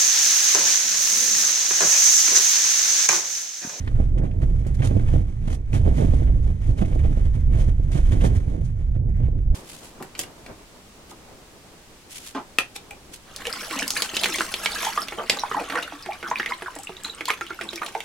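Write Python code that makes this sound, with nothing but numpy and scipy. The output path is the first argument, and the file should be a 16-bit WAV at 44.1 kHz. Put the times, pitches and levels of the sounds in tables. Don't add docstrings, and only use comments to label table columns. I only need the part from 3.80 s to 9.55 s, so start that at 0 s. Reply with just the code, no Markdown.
import sys
import numpy as np
from scipy import signal
from scipy.fft import rfft, irfft
from scipy.io import wavfile
from scipy.ndimage import uniform_filter1d, minimum_filter1d

SR = 44100
rng = np.random.default_rng(int(sys.argv[2]) if len(sys.argv) > 2 else 0)


def materialize(psi):
    bounded = np.clip(np.atleast_2d(psi).T, -1, 1)
    quanta = np.round(bounded * 32767).astype(np.int16)
    wavfile.write(sys.argv[1], SR, quanta)


N = 253461
TIME = np.arange(N) / SR
FREQS = np.maximum(np.fft.rfftfreq(N, 1 / SR), 1)

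# (time [s], level [dB])
WIND_PUSH = [(0.0, -17.5), (0.24, -17), (0.7, -16.5), (0.81, -19.5), (1.35, -16), (1.55, -25.5),
             (1.73, -17.5), (1.8, -27), (2.06, -14), (2.45, -15), (2.62, -19.5), (2.8, -17.5), (3.1, -15.5),
             (3.4, -18.5), (3.72, -13.5), (3.94, -18.5), (4.56, -16), (4.65, -22.5), (4.68, -17.5),
             (4.94, -24), (5.21, -16.5), (5.6, -16), (5.64, -22.5), (5.7, -12)]
# (frequency [Hz], level [dB])
SWAY_TONE = [(4, -20), (11, -8), (22, -1), (32, 1.2), (44, -1), (58, -2), (74, -7)]
# (frequency [Hz], level [dB])
DRUM_TONE = [(60, 2.5), (72, -17), (85, 1), (110, -2), (135, -6.5), (160, -16), (200, -17)]
# (time [s], thud level [dB], thud pitch [Hz], boom level [dB])
SNAPS = [(0.076, -30, 560, -34), (0.202, -11, 287, -33), (0.375, -17.5, 267, -21), (0.398, -21.5, 283, -18),
         (0.438, -14, 365, -31), (0.633, -17, 474, -12), (0.866, -19.5, 375, -14),
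         (1.005, -18.5, 327, -9.5), (1.05, -19, 397, -13.5), (1.075, -25, 275, -12.5),
         (1.112, -10, 313, -30), (1.168, -8.5, 321, -18.5), (1.341, -10.5, 314, -28),
         (1.362, -11.5, 463, -21.5), (1.42, -33, 403, -35.5), (1.678, -23.5, 338, -22.5),
         (1.94, -17, 322, -20), (1.969, -21, 433, -9), (2.012, -20.5, 360, -14.5),
         (2.065, -9.5, 405, -13.5), (2.078, -8, 480, -29), (2.098, -24, 406, -18.5),
         (2.115, -16, 397, -28.5), (2.183, -15.5, 323, -13), (2.204, -14.5, 403, -17.5),
         (2.223, -9.5, 301, -22), (2.248, -13, 325, -16), (2.285, -18, 290, -16),
         (2.338, -11.5, 376, -26.5), (2.422, -16.5, 380, -37), (2.702, -24, 426, -25.5),
         (2.893, -20, 296, -12), (3.019, -14.5, 560, -27), (3.024, -7.5, 396, -13.5),
         (3.127, -20.5, 348, -33.5), (3.16, -16, 457, -31), (3.252, -14.5, 530, -25.5),
         (3.374, -18, 332, -33), (3.456, -27.5, 268, -16.5), (3.789, -22, 418, -18.5),
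         (3.815, -24, 282, -26), (3.888, -20, 267, -15), (3.999, -21, 263, -15.5), (4.156, -16, 287, -16.5),
         (4.188, -19, 580, -24), (4.329, -22, 332, -10.5), (4.412, -29.5, 414, -14.5),
         (4.445, -6.5, 495, -9.5), (4.468, -18.5, 524, -13), (4.575, -28.5, 293, -9),
         (4.68, -20, 300, -21.5), (4.817, -26.5, 322, -15.5), (5.165, -24.5, 320, -12.5),
         (5.405, -21.5, 270, -17), (5.486, -22, 314, -29)]
THUD_PUSHES = [(.45, .4), (1, .75), (1.8, .25)]
# (frequency [Hz], gain [dB])
TENT_AIR = [(20, -5), (150, 1), (300, 0.5), (430, -2), (650, 0.5), (820, -4), (1050, -8.5), (1500, -3)]
# (middle time [s], half length [s], level [dB], pitch [Hz])
BULGES = [(0.16, 0.049, -16, 119), (0.219, 0.037, -16.5, 73.4), (0.262, .035, -14.5, 121),
          (0.39, 0.025, -19.5, 103), (1.161, 0.031, -8.5, 97.2), (1.276, 0.06, -19.5, 104),
          (1.731, 0.039, -15.5, 77.8), (1.965, 0.032, -18, 88.5), (2.069, 0.045, -7.5, 72.6),
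          (2.306, 0.056, -9, 87.3), (2.547, 0.025, -18.5, 119.5), (2.706, 0.096, -17.5, 74.3),
          (3.254, 0.052, -13, 72.2), (3.569, 0.043, -15, 116.3), (3.757, 0.056, -17, 112),
          (3.872, 0.1, -16.5, 74), (4.515, .035, -16.5, 122), (5.281, 0.059, -19.5, 119),
          (5.42, 0.07, -12.5, 118.2)]
# (frequency [Hz], level [dB])
RIPPLE_TONE = [(150, 5), (185, 2), (240, 4), (330, -3), (440, -6), (640, -11), (800, -19.5), (1050, -30.5)]
# (frequency [Hz], level [dB])
CLAP_TONE = [(220, -8.5), (330, -14.5), (450, -4.5), (680, -3.5), (850, -14), (1100, -23)]
# (frequency [Hz], level [dB])
NYLON_TONE = [(400, -42), (750, 6), (1100, -1.5), (1600, -3), (2200, -3), (2700, -8), (3200, -6),
              (4400, -15.5), (5300, -16.5), (6200, -12.5), (7900, -18), (9100, -14.5), (10500, -21.5),
              (14800, -38.5)]
# (time [s], level [dB])
STIRRING = [(0.0, -52), (0.21, -62), (0.86, -60), (1.09, -48), (1.22, -54.5), (1.38, -56), (1.54, -64),
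            (1.66, -57.5), (1.78, -66.5), (1.97, -58.5), (2.11, -56), (2.28, -47.5), (2.43, -56),
            (2.58, -61), (2.94, -63.5), (3.06, -56.5), (3.28, -56.5), (3.45, -55.5), (3.66, -61),
            (3.91, -62), (4.16, -58), (4.3, -51), (4.45, -44.5), (4.6, -51), (4.82, -65), (4.97, -62.5),
            (5.11, -68), (5.24, -73), (5.7, -65.5)]
# (rate [Hz], level [dB])
SHIVER_RATES = [(14, 0), (45, -1), (90, -6), (200, -22)]
# (start [s], length [s], crinkle [dB], swish [dB])
SLIDES = [(0.073, 0.005, -42, -56), (0.147, 0.012, -49.5, -62), (0.164, 0.058, -51, -61),
          (0.378, 0.007, -43, -60), (0.439, 0.022, -46, -60), (0.617, 0.017, -45.5, -52),
          (0.794, 0.0074, -51.5, -56.5), (0.867, 0.01, -47, -50.5), (0.943, 0.0086, -77, -50),
          (0.989, 0.02, -44.5, -54), (1.026, 0.009, -37.5, -47), (1.042, 0.015, -37, -38),
          (1.07, 0.0044, -41.5, -39.5), (1.194, 0.0065, -44.5, -58), (1.268, 0.025, -44, -54),
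          (1.299, 0.049, -45, -52.5), (1.675, 0.0063, -40, -49.5), (1.701, 0.017, -45, -47),
          (1.726, 0.007, -42, -43), (1.744, 0.0048, -45, -43.5), (1.93, 0.02, -41, -44),
          (1.941, 0.028, -39, -44.5), (2.047, 0.043, -44, -52.5), (2.148, 0.06, -40, -45),
          (2.317, 0.011, -55, -63), (2.331, 0.017, -49, -51.5), (2.429, 0.008, -50, -56),
          (2.46, 0.024, -46.5, -62), (2.627, 0.017, -60, -60), (2.645, 0.058, -52, -58),
          (2.805, 0.037, -53, -59), (2.837, 0.065, -51, -53.5), (2.975, 0.023, -43.5, -48),
          (3.013, 0.012, -40.5, -48.5), (3.054, 0.0061, -49, -50), (3.08, 0.017, -52, -56),
          (3.125, 0.0075, -43.5, -56), (3.143, 0.011, -53, -54), (3.191, 0.0047, -41.5, -54),
          (3.235, 0.023, -44, -54.5), (3.3, 0.03, -51, -56.5), (3.356, 0.029, -49.5, -58),
          (3.453, 0.013, -47.5, -55), (3.524, 0.04, -50, -57), (3.708, 0.047, -46, -59),
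          (3.754, 0.064, -43, -47.5), (3.876, 0.019, -47.5, -54), (4.03, 0.013, -74, -60),
          (4.116, 0.015, -45, -45), (4.125, 0.055, -41, -45.5), (4.265, 0.0098, -53, -50.5),
          (4.319, 0.013, -37, -43.5), (4.41, 0.012, -39, -45.5), (4.438, 0.016, -34, -37.5),
          (4.464, 0.0065, -43, -40.5), (4.548, 0.019, -47.5, -48), (4.68, 0.046, -57, -61),
          (4.81, 0.011, -56, -60.5), (4.843, 0.017, -63, -53), (5.001, 0.012, -52, -68),
          (5.145, 0.015, -52, -69), (5.345, 0.04, -59.5, -65.5), (5.41, 0.05, -51, -66),
          (5.578, 0.008, -57, -78)]
# (time [s], level [dB], fizz pitch [Hz])
CREASE_TICKS = [(0.076, -38, 1290), (0.077, -44.5, 3180), (0.384, -51.5, 6240), (0.513, -48, 2000),
                (0.631, -42, 1570), (0.85, -49, 1520), (0.868, -46.5, 7250), (1.021, -33.5, 1700),
                (1.679, -52, 5500), (1.931, -40, 2190), (2.334, -48, 2620), (2.682, -61, 2270),
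                (2.983, -44.5, 3180), (3.021, -41, 1310), (3.049, -44, 2100), (3.192, -62, 1890),
                (3.245, -59, 1910), (3.884, -47, 1800), (4.409, -37, 2100), (4.444, -41, 1600),
                (5.148, -62.5, 3200), (5.292, -63, 6250)]
# (start [s], length [s], level [dB], pitch [Hz])
RASPS = [(0.418, 0.011, -50.5, 1640), (2.834, 0.014, -55, 2120), (5.285, 0.03, -62, 1840),
         (5.346, 0.057, -58.5, 1890), (5.422, 0.021, -66, 1660)]
# (frequency [Hz], gain [dB], phase [rad])
LEFT_RESPONSE = [(40, -2.9, -.3), (130, -5.6, -.4), (300, -13.3, -.7), (390, -20.6, -1.2),
                 (440, -20.9, -2.7), (520, -15.9, -3.3), (650, -9.9, -3.6), (1000, -2.1, -3.9),
                 (2000, 0, -4.4), (3300, 0, -4.8), (4600, -9, -5.4), (9000, -10, -5.4), (12000, -2.5, -5.4)]

USUAL_WIND_DB, USUAL_SNAP_DB, USUAL_STIR_DB = -19, -17, -60


def rumble(sway_db=-1, drum_db=-25, drum_slope=.6, billow_db=-11):
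    sway = even(colour(rng.standard_normal(N), SWAY_TONE), seconds=.04) * eddies(16, depth_db=3)
    drum = even(colour(rng.standard_normal(N), DRUM_TONE), seconds=.03) * eddies(22, depth_db=2.1)
    wind_db = curve(WIND_PUSH)
    wind_power = undb(drum_db + drum_slope * (wind_db - USUAL_WIND_DB)) ** 2
    snap_power = undb(billow_db) ** 2 * billows(fade_s=.39)
    return sway * undb(wind_db + sway_db) + drum * np.sqrt(wind_power + snap_power)


def eddies(per_second, depth_db):
    size = int(SR / per_second)
    steps = np.repeat(rng.standard_normal(1000), size)[:N]
    return undb(depth_db * unit(smooth(steps, size)))


def billows(fade_s):
    return sum((undb(db) * burst(at, 0, rise_s=.017, fade_s=fade_s)) ** 2 for at, db, *_ in SNAPS)


def snaps(rebound=.35, rebound_s=.006):
    out = np.zeros(N)
    for (at, db, hz, _), (late, slack) in zip(SNAPS, rng.uniform(.6, 1.1, (len(SNAPS), 2))):
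        out += undb(db) * (thud(at, hz) - rebound * thud(at + rebound_s * late, hz * slack))
    return irfft(rfft(out) * spectrum(TENT_AIR), N)


def thud(at, hz):
    near = np.abs(TIME - at) < .02
    out = np.zeros(N)
    for ratio, strength in THUD_PUSHES:
        offset = np.pi * hz * ratio * (TIME[near] - at)
        out[near] += strength * (1 - 2 * offset ** 2) * np.exp(-offset ** 2)
    return out


def booms(usual_hz=128.5, rise_s=.0093, fade_s=.1, octaves_per_db=.05):
    out = np.zeros(N)
    for (at, db, _, boom_db), detune in zip(SNAPS, rng.uniform(-.08, .08, len(SNAPS))):
        hz = usual_hz * (1 + detune) * 2 ** (octaves_per_db * (db - USUAL_SNAP_DB))
        near = np.abs(TIME - at) < .2
        age = TIME[near] - at
        swing = np.exp(np.minimum(age / rise_s, -np.log(1000) * age / fade_s))
        out[near] += undb(boom_db) * swing * np.cos(2 * np.pi * hz * age)
    return out


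def throbs(gain_db=-1, sag=.07):
    out = np.zeros(N)
    for (at, half_length, db, hz), phase in zip(BULGES, rng.uniform(0, 2 * np.pi, len(BULGES))):
        near = np.abs(TIME - at) < half_length
        age = TIME[near] - at
        swell = np.cos(np.pi / 2 * age / half_length) ** 2
        cycles = hz * age * (1 - sag * age / half_length / 2)
        out[near] += undb(db + gain_db) * swell * np.cos(2 * np.pi * cycles + phase)
    return out


def flutter(steady_db=-37.5, billow_db=-15.5, slide_db=8, clap_db=-21, slide_clap_db=4):
    pats = grains(per_second=400, spread_db=2.5) + .7 * rng.standard_normal(N)
    wind_db = curve(WIND_PUSH) - USUAL_WIND_DB
    stir_db = curve(STIRRING) - USUAL_STIR_DB
    steady = undb(steady_db + .83 * wind_db + .34 * stir_db) * eddies(24.84, depth_db=3.5)
    folds = sliding_folds()[0]
    ripple_power = steady ** 2 + undb(billow_db) ** 2 * billows(fade_s=.28) + undb(slide_db) ** 2 * folds
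    clap_power = undb(clap_db) ** 2 * billows(fade_s=.13) + undb(slide_clap_db) ** 2 * folds
    ripples = even(colour(pats, RIPPLE_TONE), seconds=.018)
    claps = even(colour(grains(per_second=500, spread_db=3), CLAP_TONE), seconds=.018)
    return ripples * np.sqrt(ripple_power) + claps * np.sqrt(clap_power)


def nylon():
    crinkle_power, swish_power = nylon_power()
    speed_db = 10 * np.log10(swish_power)
    shiver = undb(1.1 * unit(colour(rng.standard_normal(N), SHIVER_RATES)))
    crinkle = rustle(per_second=2200, spread_db=3.2) * shiver * np.sqrt(crinkle_power)
    swish_pair = np.array([rustle(per_second=3500, spread_db=3) for _ in range(2)])
    swish = swish_pair * shiver * np.sqrt(swish_power)
    return (dull_when_slow(crinkle, speed_db, edge_hz=2540, fast_db=-45.5, slope=.27),
            dull_when_slow(swish, speed_db, edge_hz=8500, fast_db=-63.5, slope=.47))


def nylon_power(crinkle_db=-55.5, swish_db=-63, jerk_crinkle_db=-35, jerk_swish_db=-43):
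    stir_db = curve(STIRRING) - USUAL_STIR_DB
    steady = undb([crinkle_db + .77 * stir_db, swish_db + .84 * stir_db]) * eddies(28, depth_db=1.8)
    jerks = sum((undb(db) * burst(at, 0, rise_s=.002, fade_s=.036)) ** 2 for at, db, *_ in SNAPS)
    return steady ** 2 + sliding_folds() + np.outer(undb([jerk_crinkle_db, jerk_swish_db]) ** 2, jerks)


def sliding_folds(long_slide_s=.1, creep_db=-6.5):
    power = np.zeros((2, N))
    for start, length, crinkle_db, swish_db in SLIDES:
        swell_s = length * min(length / long_slide_s, 1)
        speed = np.clip((TIME - start) / swell_s, undb(creep_db), 1)
        slide = speed * burst(start, length, rise_s=.34 * length, fade_s=.047 + 3.6 * length)
        power += np.outer(undb([crinkle_db, swish_db]), slide) ** 2
    return power


def rustle(per_second, spread_db):
    return even(grains(per_second, spread_db) + .7 * rng.standard_normal(N), seconds=.015)


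def dull_when_slow(x, speed_db, edge_hz, fast_db, slope):
    treble = irfft(rfft(x) / (1 + (edge_hz / FREQS) ** 16), N)
    treble_gain = undb(slope * np.minimum(speed_db - fast_db, 0))
    return rfft(x + treble * (treble_gain - 1))


def creases(size=4096, fizz_fade_s=.045, crack_s=.0018):
    out = np.zeros(N + size)
    age = np.arange(size) / SR
    for (at, db, hz), noise in zip(CREASE_TICKS, rng.standard_normal((len(CREASE_TICKS), size))):
        fizz = band(noise * undb(-60 * age / fizz_fade_s), hz, spread=1.35)
        crack = band(1.1 * noise * np.exp(-age / crack_s), .65 * hz, spread=1.6)
        start = int(at * SR)
        out[start:start + size] += undb(db) * (fizz + crack)
    return out[:N]


def rubs(glide=.094):
    out = np.zeros(N)
    catches = grains(per_second=2500, spread_db=2)
    for start, length, db, hz in RASPS:
        pitch_ratio = 1 + glide * (np.clip((TIME - start) / length, 0, 1) - .5)
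        rasp = band(catches, hz, spread=1.18)
        rising = np.interp(np.cumsum(pitch_ratio), np.arange(N), rasp, period=N)
        out += undb(db) * even(rising, seconds=.02) * burst(start, length, rise_s=.004, fade_s=.08)
    return out


def wall_echoes(count=8, strength=.1, reflect_hz=2200):
    delays_s = rng.uniform(.0015, .014, count)
    echoes = np.exp(-2j * np.pi * np.outer(delays_s, FREQS)).sum(axis=0)
    return 1 + strength * echoes * FREQS / np.hypot(FREQS, reflect_hz)


def undb(db):
    return 10 ** (np.asarray(db) / 20)


def curve(table):
    return np.interp(TIME, *np.array(table).T)


def response(table, column=1):
    rows = np.array(table)
    return np.interp(np.log(FREQS), np.log(rows[:, 0]), rows[:, column])


def spectrum(table):
    outside = np.maximum(np.maximum(table[0][0] / FREQS, FREQS / table[-1][0]), 1)
    return undb(response(table)) / outside ** 10


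def unit(x):
    return x / np.sqrt(np.mean(x ** 2))


def colour(x, table):
    return irfft(rfft(x) * unit(spectrum(table)), N)


def band(x, hz, spread):
    low, high = hz / spread, min(hz * spread, .45 * SR)
    bandpass = signal.butter(2, [low, high], "bandpass", fs=SR, output="sos")
    return signal.sosfilt(bandpass, x) * np.sqrt(SR / 2 / (high - low))


def smooth(x, size):
    return uniform_filter1d(uniform_filter1d(x, size), size)


def even(x, seconds):
    return x / np.sqrt(smooth(x ** 2, int(seconds * SR)) + 1e-12)


def grains(per_second, spread_db):
    hit = rng.random(N) < per_second / SR
    size = undb(spread_db * np.minimum(rng.exponential(size=N), 4))
    return unit(hit * size * rng.choice([-1, 1], N))


def burst(start, length, rise_s, fade_s):
    out = np.zeros(N)
    near = slice(*np.searchsorted(TIME, [start - 10 * rise_s, start + length + 2 * fade_s]))
    age = TIME[near] - start
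    out[near] = np.exp(np.minimum(age, 0) / rise_s - np.log(1000) * np.maximum(age - length, 0) / fade_s)
    return out


def scene(split_hz=4100, scatter=.3):
    crinkle, swish = nylon()
    scattered = scatter * rfft(irfft(crinkle, N) * rng.standard_normal(N))
    below_split = 1 / np.sqrt(1 + (FREQS / split_hz) ** 14)
    crinkle_tone = unit(spectrum(NYLON_TONE) * below_split)
    swish = swish * unit(spectrum(NYLON_TONE) * np.sqrt(1 - below_split ** 2))
    cloth = crinkle * crinkle_tone + rfft(creases() + rubs())
    buffeting = rfft(rumble() + flutter() + snaps() + booms() + throbs())
    left_filter = undb(response(LEFT_RESPONSE)) * np.exp(1j * response(LEFT_RESPONSE, column=2))
    left = left_filter * (buffeting + (cloth + scattered * crinkle_tone + swish[0]) * wall_echoes())
    right = buffeting + (cloth + swish[1]) * wall_echoes()
    return irfft(np.array([left, right]), N)


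def record(dry, ceiling_db=-6.5, hold_s=.003, top_hz=15400):
    hold = int(hold_s * SR)
    needed_gain = 1 / np.maximum(np.abs(dry).max(axis=0) / undb(ceiling_db), 1)
    gain = uniform_filter1d(minimum_filter1d(needed_gain, hold), 2 * hold)
    fade_in = np.minimum(TIME / .004, 1)
    lowpass = signal.ellip(8, .2, 70, top_hz, fs=SR, output="sos")
    return signal.sosfilt(lowpass, dry * gain * fade_in)


dry = scene()
out = record(dry)
materialize(out)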